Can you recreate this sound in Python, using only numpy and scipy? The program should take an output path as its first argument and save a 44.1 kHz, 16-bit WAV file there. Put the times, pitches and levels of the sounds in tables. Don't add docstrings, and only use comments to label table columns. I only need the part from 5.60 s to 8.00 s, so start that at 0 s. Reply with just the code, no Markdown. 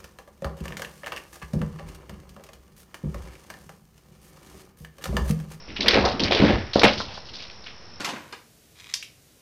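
import sys
import numpy as np
from scipy import signal
from scipy.fft import rfft, irfft
from scipy.io import wavfile
from scipy.ndimage import uniform_filter1d

SR = 44100
rng = np.random.default_rng(int(sys.argv[2]) if len(sys.argv) > 2 else 0)


def to_wav(sig):
    pcm = np.clip(np.atleast_2d(sig), -1, 1) * 32767
    pcm = np.round(pcm).astype(np.int16)
    wavfile.write(sys.argv[1], SR, pcm.T)


N = 105840


def undb(db):
    return 10 ** (np.asarray(db) / 20)


def unit(x):
    return x / np.sqrt(np.mean(x ** 2) + 1e-18)


def band(x, hz, width_hz):
    b, a = signal.iirpeak(hz, hz / width_hz, fs=SR)
    return signal.lfilter(b, a, x)


def double_band(x, hz, width_hz):
    return band(band(x, hz, width_hz), hz, width_hz)


def grains(per_s, spread_db):
    hit = rng.random(N) < per_s / SR
    sign = rng.choice([-1., 1.], N)
    size = undb(spread_db * rng.exponential(size=N))
    return unit(hit * sign * size)


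def envelope(start, hold, t60):
    attack_s = 0.00033
    t = np.arange(N) / SR - start
    rise = np.clip(t / attack_s, 0, 1)
    return rise * undb(-60 * np.maximum(t - hold, 0) / t60)


# frequency in Hz, relative level in dB per Hz.
HISS_COLOUR = [(18, -21), (30, 1.5), (170, -4), (290, -9.5), (528, -7), (588, -9.5), (983, -10.5),
               (5000, -19.5), (6500, -57), (11000, -120)]


def hiss():
    level_db = -46
    f = np.maximum(np.arange(N // 2 + 1) * SR / N, 1)
    hz, db = np.array(HISS_COLOUR).T
    db = np.where(hz > 5000, db[hz <= 5000][-1], db)
    colour = undb(np.interp(np.log(f), np.log(hz), db))
    return undb(level_db) * unit(irfft(rfft(rng.standard_normal(N)) * colour, N))


def insects():
    hz, width_hz, level_db = 5450, 650, -49
    throbs_per_s, depth = 60, 0.4
    wander = unit(uniform_filter1d(rng.standard_normal(N), size=4000))
    phase = np.cumsum(1 + 0.0965 * wander) * throbs_per_s / SR
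    throb = 1 + depth * np.sin(2 * np.pi * phase)
    return undb(level_db) * throb * unit(double_band(rng.standard_normal(N), hz, width_hz))


def high_hiss():
    hz, width_hz, level_db = 9400, 325, -56
    return undb(level_db) * unit(band(rng.standard_normal(N), hz, width_hz))


def shed(x):
    t60_s, level_db, hz, width_hz = 0.4, -19.5, 650, 650 / 0.3
    t = np.arange(SR // 2) / SR
    tail = band(rng.standard_normal(len(t)), hz, width_hz) * undb(-60 * t / t60_s) * (t > 0.004)
    return signal.fftconvolve(x, tail / np.linalg.norm(tail))[:N] * undb(level_db)


# frequency in Hz, relative level in dB, ring setting in seconds (60 dB down in about half of it).
BODY_MODES = [(209.5, 28, 0.38), (302, -15.5, 0.6), (770, -8, 0.19), (930, 8, 0.047), (1220, -18.5, 0.26),
              (1846, 2, 0.21), (2099, -16, 0.19), (2229, -10, 0.34), (2396, 12, 0.12)]


def lid_and_boards(struck):
    level_db = -13
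    ring = sum(undb(db) * band(struck, hz, 4.6 / ring_s) for hz, db, ring_s in BODY_MODES)
    return undb(level_db) * unit(ring) * np.std(struck)


# start in seconds, level in dB, centre in Hz, boom level in dB, hold in seconds,
# time to fall 60 dB in seconds.
SCUFFLES = [(0.078, -45, 256, -45, .05, 0.55), (0.191, -32.5, 299, -47, 0.066, 0.61),
            (0.243, -31.5, 420, -36.5, 0.041, 0.69), (0.332, -24, 450, -28, 0.035, 0.54),
            (0.365, -20, 252, -39, 0.012, 0.33), (0.441, -21.5, 556, -44, .02, 0.28),
            (0.461, -41.5, 750, -38.5, 0.0091, 1), (0.536, -30.5, 224, -45.5, .03, 0.2),
            (0.599, -28.5, 324, -35.5, 0.029, 0.49), (0.632, -35, 255, -32, 0.013, 0.9),
            (0.709, -23.5, 445, -40, 0.018, 0.75), (0.797, -23, 280, -23.5, 0.005, 0.29),
            (0.815, -18, 225, -35.5, 0.037, 0.12), (0.88, -23, 324, -51, 0.0099, 0.36),
            (0.898, -28.5, 463, -32, 0.0067, 0.21), (0.931, -33.5, 245, -29.5, 0.019, 0.19),
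            (1.156, -19, 455, -39, 0.0081, 0.1), (1.18, -27.5, 480, -37, 0.0095, 0.14),
            (1.212, -24, 456, -61, 0.0037, 0.085), (1.2355, -13, 511, -52, .015, 0.16),
            (1.24, -19, 198, -56, 0.025, 0.18), (1.261, -25.5, 683, -36, 0.0066, 0.12),
            (1.366, -40.5, 234, -37.5, 0.0067, 0.61), (1.468, -45, 595, -44.5, 0.022, 0.88),
            (1.70, -54, 295, -53, 0.046, 0.44)]


def scuffles():
    q, boom_t60_s = 0.84, 0.41
    knocks = grains(2500, spread_db=1.8)
    dull, push = np.zeros(N), np.zeros(N)
    for start, db, hz, boom_db, hold, t60 in SCUFFLES:
        dull += undb(db) * envelope(start, hold, t60) * unit(double_band(knocks, hz, hz / q))
        push += undb(boom_db) * envelope(start, hold, boom_t60_s)
    return dull, push


def bin_boom(push):
    hz, width_hz = 67, 45
    low = band(band(rng.standard_normal(N), hz, width_hz), hz, 2 * width_hz)
    return push * unit(low)


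# start in seconds, level in dB, pulse frequency in Hz.
SHORT_PULSES = [(.357, -9, 520), (.371, -20, 300), (.389, -15, 350), (.7232, -2.5, 2300), (0.833, -25, 214),
                (1.158, -0.5, 428), (1.2373, -10.5, 480), (1.243, 3, 384), (1.1725, -13, 325),
                (1.2332, -0.5, 780), (.441, -17, 590), (1.2615, -13.5, 706), (1.403, -15, 926),
                (1.578, -29, 680)]


def blows():
    cycles = 1.37
    out = np.zeros(N)
    for start, db, hz in SHORT_PULSES:
        turn = np.clip((np.arange(N) / SR - start) * hz / cycles, 0, 1)
        window = np.sin(np.pi * turn) ** 2
        out += undb(db) * window * np.sin(2 * np.pi * cycles * (turn - 0.5))
    return out


def thumps():
    dull, push = scuffles()
    dull = dull + blows()
    return dull + lid_and_boards(dull) + bin_boom(push)


# start in seconds, level in dB, centre in Hz, hold in seconds, time to fall 60 dB in seconds.
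CLAW_SCRATCHES = [(0.082, -45.5, 2460, 0.028, 0.34), (.161, -32, 2820, 0.0086, 0.17),
                  (0.205, -27.5, 3530, 0.021, 0.18), (0.259, -25.5, 2070, 0.031, 0.58),
                  (.282, -14, 3880, 0.0054, 0.014), (0.289, -24.5, 3780, 0.012, 0.47),
                  (0.336, -26, 2400, 0.02, 0.18), (.449, -27, 4860, 0.0033, 0.13),
                  (0.476, -34, 3820, 0.0093, 0.3), (0.595, -25.5, 3550, 0.01, 0.13),
                  (0.636, -27, 4600, 0.0035, 0.13), (0.649, -32.5, 2430, 0.028, 0.36),
                  (0.711, -24.5, 3240, 0.015, 0.65), (0.769, -31, 2315, 0.053, 0.13),
                  (0.844, -29, 1850, 0.004, 0.8), (0.882, -36.5, 2400, 0.057, 0.085),
                  (1.133, -29.5, 4200, 0.014, 0.9), (1.1942, -20, 4100, 0.00096, .025),
                  (1.2, -38, 4000, 0.006, 0.23), (1.216, -26, 1880, 0.0053, 0.05),
                  (1.233, -15, 2310, 0.01, 0.18), (1.268, -32, 3180, 0.0059, 0.43),
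                  (1.333, -32.5, 4860, 0.0016, 0.064), (1.379, -34, 4800, 0.0094, 0.23),
                  (1.403, -30, 1160, 0.0021, 0.073), (1.484, -45, 2900, 0.0083, 0.39),
                  (1.538, -43.5, 4700, 0.015, 0.22), (1.575, -42, 1230, 0.0036, 0.045),
                  (1.656, -51, 4500, 0.018, 0.47), (1.687, -43, 3420, .003, 0.065),
                  (1.736, -41.5, 4200, 0.046, 0.26), (1.793, -48, 2960, 0.012, 0.35),
                  (1.821, -47, 4300, 0.015, 0.2), (1.909, -52, 4560, 0.027, 0.15),
                  (1.898, -41, 2860, 0.00098, 0.038), (2.037, -49.5, 4120, 0.0074, 0.25),
                  (2.063, -39.5, 2640, 0.0035, 0.25)]


def claws():
    q, broad_db = 1.11, -6
    bite_db, bite_t60_s = -7, 0.017
    catch_s, catch_db = 0.004, 2.5
    catch = unit(uniform_filter1d(rng.standard_normal(N), size=int(catch_s * SR)))
    clicks = unit(grains(9000, spread_db=2.2) * undb(catch_db * catch))
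    broad = unit(band(clicks, 2850, 7100)) * undb(broad_db)
    out = np.zeros(N)
    for start, db, hz, hold, t60 in CLAW_SCRATCHES:
        bite = undb(bite_db) * envelope(start, 0, bite_t60_s)
        shape = envelope(start, hold, t60) + bite
        coloured = unit(double_band(clicks, hz, hz / q))
        out += undb(db) * shape * (broad + coloured)
    return out


def scene():
    background = hiss() + insects() + high_hiss()
    animal = thumps() + claws()
    return (background + shed(animal) + animal)[None]


def record(dry):
    mic_hz, leak_db, leak_hz, leak_width_hz = 5623, -30, 8800, 3500
    clip, offset, top_hz = 0.7, 0.0047, 15800
    dulled = signal.sosfilt(signal.cheby2(7, 60, mic_hz * 1.467, fs=SR, output="sos"), dry)
    leak = undb(leak_db) * double_band(dry, leak_hz, leak_width_hz)
    clipped = np.clip(dulled + leak, -clip, clip) + offset
    return signal.sosfilt(signal.ellip(8, 0.2, 70, top_hz, fs=SR, output="sos"), clipped)


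dry = scene()
out = record(dry)
to_wav(out)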